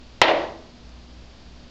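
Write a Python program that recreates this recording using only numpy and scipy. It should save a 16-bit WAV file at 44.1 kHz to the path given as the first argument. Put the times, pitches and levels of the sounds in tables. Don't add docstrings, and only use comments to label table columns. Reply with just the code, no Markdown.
import sys
import numpy as np
from scipy import signal
from scipy.fft import rfft, irfft
from scipy.io import wavfile

SR = 44100
rng = np.random.default_rng(int(sys.argv[2]) if len(sys.argv) > 2 else 0)


def dump(signal):
    limited = np.clip(np.atleast_2d(signal).T, -1, 1)
    pcm = np.round(limited * 32767).astype(np.int16)
    wavfile.write(sys.argv[1], SR, pcm)


N = 74970

# frequency in Hz, relative level in dB.
ROOM_TONE_SPECTRUM = [(15, 4), (28, -9), (80, -4), (140, -6), (200, -10), (320, -10), (450, -16.5),
                      (620, -14), (1000, -20), (2000, -24), (4700, -19.5), (6000, -27), (7500, -30.5),
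                      (9000, -32)]
# frequency in Hz, rms level in dB before any swell.
HUM_PARTIALS = [(59.6, -51), (178, -62), (240, -56.5)]
# time in seconds, gain in dB.
HUM_SWELL = [(0, -1), (.1, 5), (.3, -12), (.38, 5.5), (.6, 1), (.78, -9), (.87, 4.5), (1.27, 6), (1.39, -3),
             (1.48, 2.5), (1.7, -5.5)]
# pitch in Hz, level in dB, build-up in seconds, T60 in seconds.
ROOM_MODES = [(298, -32.5, 0.14, 0.24), (334, -29, 0.081, 0.73), (418.4, -35.5, 0.079, 0.83),
              (494.8, -38, 0.15, 0.75), (577, -29.5, .1, .55), (578, -28.5, .11, 0.64),
              (634.6, -22.5, 0.027, 0.7), (665.6, -25.5, 0.091, 0.5), (799.6, -33, 0.035, 0.37),
              (852, -29, 0.013, 0.58), (913, -29, 0.065, .6), (983, -25, 0.036, 0.31),
              (1936, -39, 0.024, 0.85)]
# frequency in Hz, relative level in dB.
TAIL_SPECTRUM = [(60, -32.5), (130, -24.5), (240, -21), (320, -10), (430, -11), (590, -1.5), (740, -3.5),
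                 (920, -6), (1150, -10), (1550, -13.5), (1880, -7), (2300, -12), (2800, -9), (3850, -10.5),
                 (4400, -15.5), (6300, -33), (8000, -43)]
# frequency in Hz, hold in seconds.
TAIL_HOLD = [(300, 0.14), (600, 0.13), (1000, 0.082), (2000, 0.082), (4000, 0.015), (7000, 0.0094)]
# frequency in Hz, T60 in seconds.
TAIL_T60 = [(100, 0.93), (300, 0.76), (600, 0.5), (1000, 0.61), (2000, 0.43), (4000, 0.49), (7000, 0.86)]
# time after the hit in seconds, gain in dB.
TAIL_CLUMPS = [(0, 7), (.024, -4.5), (.029, -0.5), (.038, -5.5), (.046, -4.5), (.06, -4.5), (.067, -1.5),
               (.104, -0.5), (.113, -5), (.15, -2.5), (.22, 0), (.3, -1)]
# delay in seconds, gain in dB, low-pass cutoff in Hz.
WALL_ECHOES = [(.0062, -16, 5000), (0.013, -20, 4500), (0.0212, -20.5, 4500), (0.0314, -12.5, 1400),
               (0.0379, -17.5, 1200), (0.0389, -11.5, 1400), (0.066, -17, 3500), (0.074, -17, 2000),
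               (.0925, -22, 1000), (0.1037, -19.5, 1100)]
# frequency in Hz, relative level in dB.
SLAP_SPECTRUM = [(60, -19), (150, -14.5), (350, 2), (900, 7.5), (2000, -7), (3500, -2.5), (5000, -3.5),
                 (7000, -22.5), (8200, -28.5)]
# pitch in Hz, relative level in dB, T60 in seconds.
BOARD_MODES = [(382, -0.5, 0.018), (874, 5.5, 0.016), (1311, -0.5, 0.016), (2051, 4.5, 0.019),
               (2538, -2.5, 0.027), (2830, -2.5, 0.023), (3324, -3.5, 0.022), (5250, 0.5, 0.0091),
               (6687, -8, 0.012)]
# frequency in Hz, gain in dB.
TREBLE_SHELF = [(2500, 0), (6800, -3), (8400, -9), (10000, -12), (15500, -9)]

PUNCH_S, TICK_S = .2158, .893
ROOM_TONE_DB, TICK_DB, TAIL_DB, SLAP_DB, RING_DB = -47, -38, -15, -5, -3
HUM_WAVER_DEPTH, HUM_WAVER_HZ = 0.39, 4.6
CONTACT_S, SLAP_HOLD_S, TAIL_RISE_S = .0005, .003, .0033
MIC_BAND_HZ, CLIP_LEVEL, OUTPUT_BAND_HZ = 7900, .68, 16200


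def amp(db):
    return 10 ** (np.asarray(db) / 20)


def unit_rms(x):
    return x / np.sqrt(np.mean(abs(x) ** 2) + 1e-20)


def curve_at(points, hz):
    f, value = np.transpose(points)
    return np.interp(np.log(hz + 1), np.log(f + 1), value)


def noise(spectrum):
    gain = amp(curve_at(spectrum, np.fft.rfftfreq(N, 1 / SR)))
    return unit_rms(irfft(rfft(rng.standard_normal(N)) * gain, N))


def decay(t, t60):
    return np.exp(-np.log(1000) * np.maximum(t, 0) / t60)


def delayed(x, seconds):
    return np.concatenate([np.zeros(round(seconds * SR)), x])[:N]


def gentle_pass(x, kind, hz):
    return signal.sosfilt(signal.butter(2, hz, kind, fs=SR, output="sos"), x)


def band_limit(x, hz, taps):
    return signal.oaconvolve(x, signal.firwin(taps, hz, window="blackman", fs=SR), "same")


def room_tone():
    return amp(ROOM_TONE_DB) * noise(ROOM_TONE_SPECTRUM)


def hum(t):
    slow_band = np.exp(-(np.fft.fftfreq(N, 1 / SR) / HUM_WAVER_HZ) ** 2)
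    partials = []
    for hz, db in HUM_PARTIALS:
        waver = unit_rms(np.fft.ifft(slow_band * np.exp(2j * np.pi * rng.random(N))))
        tone = (1 + HUM_WAVER_DEPTH * waver) * np.exp(2j * np.pi * hz * t)
        partials.append(amp(db) * unit_rms(tone.real))
    swell = amp(np.interp(t, *np.transpose(HUM_SWELL)))
    return partials[0] * swell + sum(partials[1:])


def tick(t):
    return amp(TICK_DB) * rng.standard_normal(N) * decay(t, t60=.004)


def room_ring(t):
    ring = np.zeros(N)
    for hz, db, rise, t60 in ROOM_MODES:
        envelope = np.minimum(t / rise, 1) * decay(t - rise, t60)
        ring += amp(db) * envelope * np.sin(2 * np.pi * (hz * t + rng.random()))
    return ring


def reverb_tail(t):
    frames = dict(fs=SR, nperseg=512, noverlap=384)
    hz, frame_s, bands = signal.stft(noise(TAIL_SPECTRUM), **frames)
    hold = curve_at(TAIL_HOLD, hz)[:, None]
    t60 = curve_at(TAIL_T60, hz)[:, None]
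    wash = signal.istft(bands * decay(frame_s - hold, t60), **frames)[1][:N]
    clumps_db = np.interp(t, *np.transpose(TAIL_CLUMPS))
    attack = np.minimum(t / TAIL_RISE_S, 1)
    return amp(TAIL_DB + clumps_db) * attack * wash


def wall_echoes(crack):
    thin = gentle_pass(crack, "high", hz=298)
    return sum(amp(db) * delayed(gentle_pass(thin, "low", hz), delay) for delay, db, hz in WALL_ECHOES)


def board_crack(t):
    ring = sum(amp(db) * decay(t, t60) * np.sin(2 * np.pi * hz * t) for hz, db, t60 in BOARD_MODES)
    slap = noise(SLAP_SPECTRUM) * decay(t - SLAP_HOLD_S, t60=.018)
    attack = np.minimum(t / CONTACT_S, 1)
    return attack * (amp(RING_DB) * ring + amp(SLAP_DB) * slap)


def scene():
    t = np.arange(N) / SR
    crack = board_crack(t)
    punch = crack + wall_echoes(crack) + reverb_tail(t) + room_ring(t)
    bed = room_tone() + hum(t) + delayed(tick(t), TICK_S)
    return (bed + delayed(punch, PUNCH_S))[None]


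def record(dry):
    mic = band_limit(dry[0], MIC_BAND_HZ, taps=91)
    clipped = np.clip(mic, -CLIP_LEVEL, CLIP_LEVEL)
    shelf = amp(curve_at(TREBLE_SHELF, np.fft.rfftfreq(2 * N, 1 / SR)))
    softened = irfft(rfft(clipped, 2 * N) * shelf)[:N]
    return band_limit(softened, OUTPUT_BAND_HZ, taps=255)[None]


dry = scene()
out = record(dry)
dump(out)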